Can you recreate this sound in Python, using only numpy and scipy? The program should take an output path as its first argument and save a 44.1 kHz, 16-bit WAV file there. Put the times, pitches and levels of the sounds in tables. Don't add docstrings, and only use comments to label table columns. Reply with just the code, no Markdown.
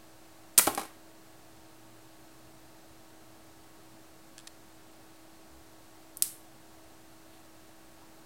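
import sys
import numpy as np
from scipy import signal
from scipy.fft import rfft, irfft
from scipy.io import wavfile
from scipy.ndimage import uniform_filter1d

SR = 44100
rng = np.random.default_rng(int(sys.argv[2]) if len(sys.argv) > 2 else 0)


def unload_wav(signal):
    wavfile.write(
        sys.argv[1],
        SR,
        np.round(np.clip(np.atleast_2d(signal).T, -1, 1) * 32767).astype(np.int16),
    )


N = 363825
T = np.arange(N) / SR
HIT_T = T[:SR // 5]

# (frequency [Hz], rms level [dB])
FAN_TONES = [(323, -62), (646, -72), (920, -74.5), (1109, -75), (1292, -79.5), (1663, -82), (2584, -83),
             (2767, -83.5)]
# (frequency [Hz], relative spectral density [dB])
RUSH_SPECTRUM = [(20, -8), (45, -9.5), (60, -5.5), (110, -2.5), (160, -5.5), (220, -3), (300, -5),
                 (750, -1.5), (1000, -9.5), (1500, -11), (2500, -16.5), (7000, -18.5), (10000, -20.5),
                 (15800, -22.5)]
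# (frequency [Hz], width [Hz], gain [dB])
RUSH_PEAKS = [(66.2, 12, 4.5), (90, 10, -2.5), (120.9, 12, 5.5), (395.73, 27, 2.5), (486, 33, -6),
              (660, 390, -2), (4229.5, 500, 2), (8200, 800, 2)]
# (frequency [Hz], gain [dB], t60 [s])
REVERB_BANDS = [(150, -11, 0.29), (350, -6, 0.31), (801, -12.5, 0.21), (1694, -8, 0.463),
                (5016, -9.5, 0.332), (10000, -11.5, 0.35), (15070, -8, 0.352)]
# (delay [s], gain [dB])
EARLY_ECHOES = [(.0011, -8.5), (.0031, -10), (.005, -13), (.0079, -22)]
# (frequency [Hz], relative level [dB])
ECHO_SPECTRUM = [(200, -7.5), (3000, -4), (11000, -1.5), (16000, 1)]
# (time [s], half length [s], frequency [Hz], width [Hz], level [dB])
HAND_RUBS = [(7.35, 0.045, 3400, 1496, -66.5), (7.37, .06, 10000, 3500, -71),
             (8.039, 0.048, 1000, 350, -62.5)]
# (time [s], length [s], slip gap [s], first energy [dB], fall per slip [dB])
SLIP_RUNS = [(4.381, .033, .0094, -21, 5), (4.4725, .0055, .0016, -21.5, 0.5)]
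# (frequency [Hz], relative level [dB], t60 [s])
GUN_JOINT_MODES = [(1710, -4.5, 0.016), (2500, -11, 0.0133), (3360, -1, 0.015), (4220, -4.5, 0.011),
                   (7500, -2, 0.0061)]
# (frequency [Hz], relative level [dB])
SLIP_SPECTRUM = [(300, -25.5), (1500, -8), (3800, 5), (8000, 0), (10500, 1.5), (13000, -21), (16000, -23)]
# (frequency [Hz], relative level [dB], t60 [s])
PANEL_MODES = [(148.4, -8, 0.031), (210, -15.5, 0.0553), (296, -9.5, 0.036), (366.4, -8.5, 0.076),
               (423.3, -19.5, 0.044), (708, -4, 0.03002), (813, 4.5, 0.04), (1075, 0.5, .04),
               (1263, -7, 0.029), (1402, -9.5, 0.017), (1657.7, -7.5, 0.032)]
# (frequency [Hz], relative level [dB])
FLEX_SPECTRUM = [(30, -37.5), (130, -6.5), (400, -5), (900, -3.5), (1800, -6.5), (3000, -17), (6000, -23),
                 (16000, -45)]
# (frequency [Hz], relative level [dB])
TICK_SPECTRUM = [(30, -21), (150, -2), (700, 3), (2000, -2.5), (4000, -4.5), (6500, -8), (9500, -4),
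                 (12500, -8.5), (16000, -21.5)]
# (time [s], edge tick [dB], time to fall flat [s], flat thud [dB])
BLOCK_LANDINGS = [(.670, -1.5, .0035, 4), (0.7754, -8.5, .0016, -2)]
# (frequency [Hz], relative level [dB], t60 [s])
BLOCK_RESONANCES = [(640, -4, 0.022), (1052, -1.5, .02), (1258.7, -1, 0.023), (1720, 1, .016),
                    (2265.3, 1, .014), (2800, -1.5, .01), (4100, -4.5, .008)]
# (frequency [Hz], relative level [dB])
SLAP_SPECTRUM = [(30, -37.5), (130, -11.5), (350, -6), (1300, 6.5), (4000, -9.5), (9000, -1), (16000, -14)]
# (frequency [Hz], relative level [dB])
CRACK_SPECTRUM = [(30, -51), (200, -24.5), (800, -29), (2000, -20.5), (4000, -12.5), (7000, -5),
                  (9500, 0.5), (12500, -3.5), (16000, -9)]
# (frequency [Hz], width [Hz], gain at depth 1 [dB])
FRAME_PEAKS = [(1352.2, 120, 2), (4860, 990, 1), (8310, 770, 2), (9750, 560, 1.5), (11560, 900, 2.5)]
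# (time [s], energy [dB], tilt [dB/octave], resonance depth [ratio])
CATCH_CLICKS = [(.577, -6, -6.5, 1), (.579, 12, -5, 0.59), (.7495, -11.5, -7, 3.6), (6.171, -14.5, 4, 2),
                (6.2232, 7.5, -2.5, 2.8)]

RELEASE_S, BARREL_TIME_S, FLIGHT_TIME_S = .5811, .0046, .0065
MUZZLE_S = RELEASE_S + BARREL_TIME_S
THUMP_S = MUZZLE_S + .0014


def undb(db):
    return 10 ** (np.asarray(db) / 20)


def unit(x):
    return x / np.sqrt(np.sum(x ** 2))


def add(out, s, x):
    i = int(s * SR)
    out[i:i + len(x)] += x[:len(out) - i]


def fade(t, t60):
    return np.exp(-np.log(1000) * t / t60)


def drift(rate_hz, size=N):
    knots = rng.standard_normal(1024)
    return np.interp(T[:size] * rate_hz, np.arange(len(knots)), knots)


def spectrum_db(points, hz, peaks=()):
    point_hz, db = np.transpose(points)
    resonances = sum(gain * np.exp(-((hz - at) / width) ** 2) for at, width, gain in peaks)
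    return np.interp(np.log(hz + 1), np.log(point_hz), db) + resonances


def colour(x, db):
    n, spectrum = len(x), rfft(x)
    own_power = uniform_filter1d(np.abs(spectrum) ** 2, size=41) + 1e-9
    cepstrum = irfft(np.log(undb(db) / np.sqrt(own_power)), n)
    cepstrum[1:n // 2] *= 2
    cepstrum[n // 2 + 1:] = 0
    return irfft(spectrum * np.exp(rfft(cepstrum)), n)


def burst(t60, points, peaks=(), tilt_db=0):
    hz = np.fft.rfftfreq(len(HIT_T), 1 / SR)
    noise = rng.standard_normal(len(HIT_T)) * fade(HIT_T, t60)
    return unit(colour(noise, spectrum_db(points, hz, peaks) + tilt_db * np.log2(1 + hz / 1000)))


def ring(modes):
    chance_db = 1.5 * rng.standard_normal(len(modes))
    out = np.zeros(len(HIT_T))
    for k, (hz, db, t60) in enumerate(modes):
        mode = unit(np.sin(2 * np.pi * hz * HIT_T) * fade(HIT_T, t60))
        out += (-1) ** k * undb(db + chance_db[k]) * mode
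    return unit(out)


def fan(rush_db=-57, speed_wander=.0014497):
    shape_db = spectrum_db(RUSH_SPECTRUM, np.fft.rfftfreq(N, 1 / SR), RUSH_PEAKS)
    rush = np.sqrt(N) * unit(irfft(rfft(rng.standard_normal(N)) * undb(shape_db), N))
    phase_per_hz = 2 * np.pi * np.cumsum(1 + speed_wander * drift(5)) / SR
    hum = np.sqrt(2) * sum(undb(db) * np.sin(hz * phase_per_hz) for hz, db in FAN_TONES)
    return undb(rush_db) * rush + undb(.4 * drift(2.1)) * hum


def drone(peak_s=2.05, width_s=.68, db=-63, centre_hz=119, octaves_per_s=.3):
    hz = centre_hz * 2 ** (octaves_per_s * (T - peak_s))
    phase = 2 * np.pi * np.cumsum(hz * (1 + .0203 * drift(12.93))) / SR
    swell = np.exp(-((T - peak_s) / width_s) ** 2)
    return undb(db + 2.5 * drift(9.103)) * swell * np.sin(phase)


def bump(peak_s=5.56, width_s=.066, db=-57, hz=64.5):
    return undb(db) * np.exp(-((T - peak_s) / width_s) ** 2) * np.sin(2 * np.pi * hz * T)


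def room(x, build_s=.00676, smear_t60=.0032):
    t = T[:SR // 2]
    log_hz = np.log(np.fft.rfftfreq(len(t), 1 / SR) + 1)
    log_centres = np.log(np.array(REVERB_BANDS)[:, 0])
    noise = rfft(rng.standard_normal(len(t)))
    build_up = 1 - np.exp(-(t / build_s) ** 2)
    response = np.zeros(len(t))
    for share, (_, db, t60) in zip(np.eye(len(REVERB_BANDS)), REVERB_BANDS):
        band = irfft(noise * np.interp(log_hz, log_centres, share), len(t))
        response += undb(db) * band * unit(fade(t, t60) * build_up)
    for delay, db in EARLY_ECHOES:
        add(response, delay, undb(db) * burst(smear_t60, ECHO_SPECTRUM))
    return signal.fftconvolve(x, response)[:N]


def rustles(grain_db=3):
    out, t = np.zeros(N), T[:SR // 2]
    middle, bins = t[-1] / 2, np.fft.rfftfreq(len(t), 1 / SR)
    for s, half_length, hz, width, db in HAND_RUBS:
        passband = np.exp(-((bins - hz) / width) ** 2)
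        rub = irfft(rfft(rng.standard_normal(len(t))) * passband, len(t))
        swell = np.exp(-((t - middle) / half_length) ** 2)
        pressure = undb(db + grain_db * drift(122.3, len(t))) * swell
        add(out, s - middle, pressure * rub / np.std(rub))
    return out


def creaks(ring_db=-1, slip_t60=.0026):
    out = np.zeros(N)
    for s, length, gap, db, fall_db in SLIP_RUNS:
        for k, after in enumerate(np.arange(0, length, gap)):
            slip = unit(burst(slip_t60, SLIP_SPECTRUM) + undb(ring_db) * ring(GUN_JOINT_MODES))
            add(out, s + after, undb(db - k * fall_db) * slip)
    return out


def thud(contact_s, flex_db=-5, flex_t60=.02):
    panels = ring(PANEL_MODES) + undb(flex_db) * burst(flex_t60, FLEX_SPECTRUM)
    force = HIT_T * fade(HIT_T, contact_s)
    return unit(signal.fftconvolve(panels, force)[:len(HIT_T)])


def knock(thud_db, tick_db, tick_t60=.054):
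    return undb(thud_db) * thud(contact_s=.00059) + undb(tick_db) * burst(tick_t60, TICK_SPECTRUM)


def tumble(radiate_hz=100, rebound_s=.00359, rock_gap_s=.019, rock_fall_db=4):
    out = np.zeros(N)
    add(out, THUMP_S, undb(-9) * thud(contact_s=.0025))
    for s, tick_db, fall_s, thud_db in BLOCK_LANDINGS:
        add(out, s, knock(thud_db - 17, tick_db))
        add(out, s + fall_s, knock(thud_db, tick_db - 10))
        add(out, s + fall_s + rebound_s, undb(thud_db - 7.5) * thud(contact_s=.0009))
    for k in range(4):
        rock = undb(-k * rock_fall_db) * knock(thud_db=-13, tick_db=-12.5)
        add(out, BLOCK_LANDINGS[-1][0] + (k + 1) * rock_gap_s, rock)
    return signal.lfilter(*signal.butter(1, radiate_hz, "high", fs=SR), out + 1e-18)


def slaps(flap_db=-4, flap_t60=.014, slap_t60=.0083, ring_db=-5, fold_gap_s=.0021):
    out = np.zeros(N)
    add(out, THUMP_S, undb(flap_db) * burst(flap_t60, SLAP_SPECTRUM))
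    for k, db in enumerate((-2, .5, -2)):
        slap = unit(burst(slap_t60, SLAP_SPECTRUM) + undb(ring_db) * ring(BLOCK_RESONANCES))
        add(out, MUZZLE_S + FLIGHT_TIME_S + k * fold_gap_s, undb(db) * slap)
    return out


def snap(t60, tilt_db, depth):
    frame = [(hz, width, depth * gain) for hz, width, gain in FRAME_PEAKS]
    return burst(t60, CRACK_SPECTRUM, frame, tilt_db)


def catch_clicks(t60=.0036):
    out = np.zeros(N)
    for s, db, tilt_db, depth in CATCH_CLICKS:
        add(out, s, undb(db) * snap(t60, tilt_db, depth))
    return out


def whip(scrape_db=5, muzzle_db=12):
    out = np.zeros(N)
    for s, db in (RELEASE_S, scrape_db), (MUZZLE_S, muzzle_db):
        add(out, s, undb(db) * snap(t60=.01006, tilt_db=-1, depth=1.13))
    return out


def scene(band_wet_db=3, box_wet_db=2, creak_wet_db=-9):
    catch, band, box, grip = catch_clicks(), whip(), slaps() + tumble(), creaks()
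    reflections = room(catch + undb(creak_wet_db) * grip)
    reflections += undb(band_wet_db) * room(band) + undb(box_wet_db) * room(box)
    return (catch + band + box + grip + reflections + rustles() + fan() + drone() + bump())[None]


def record(dry, ceiling=.75, top_hz=15900, dc_offset=.0015):
    rounded = ceiling * np.tanh(dry / ceiling)
    low_pass = signal.ellip(10, .1, 70, top_hz, fs=SR, output="sos")
    return dc_offset + signal.sosfilt(low_pass, rounded)


dry = scene()
out = record(dry)
unload_wav(out)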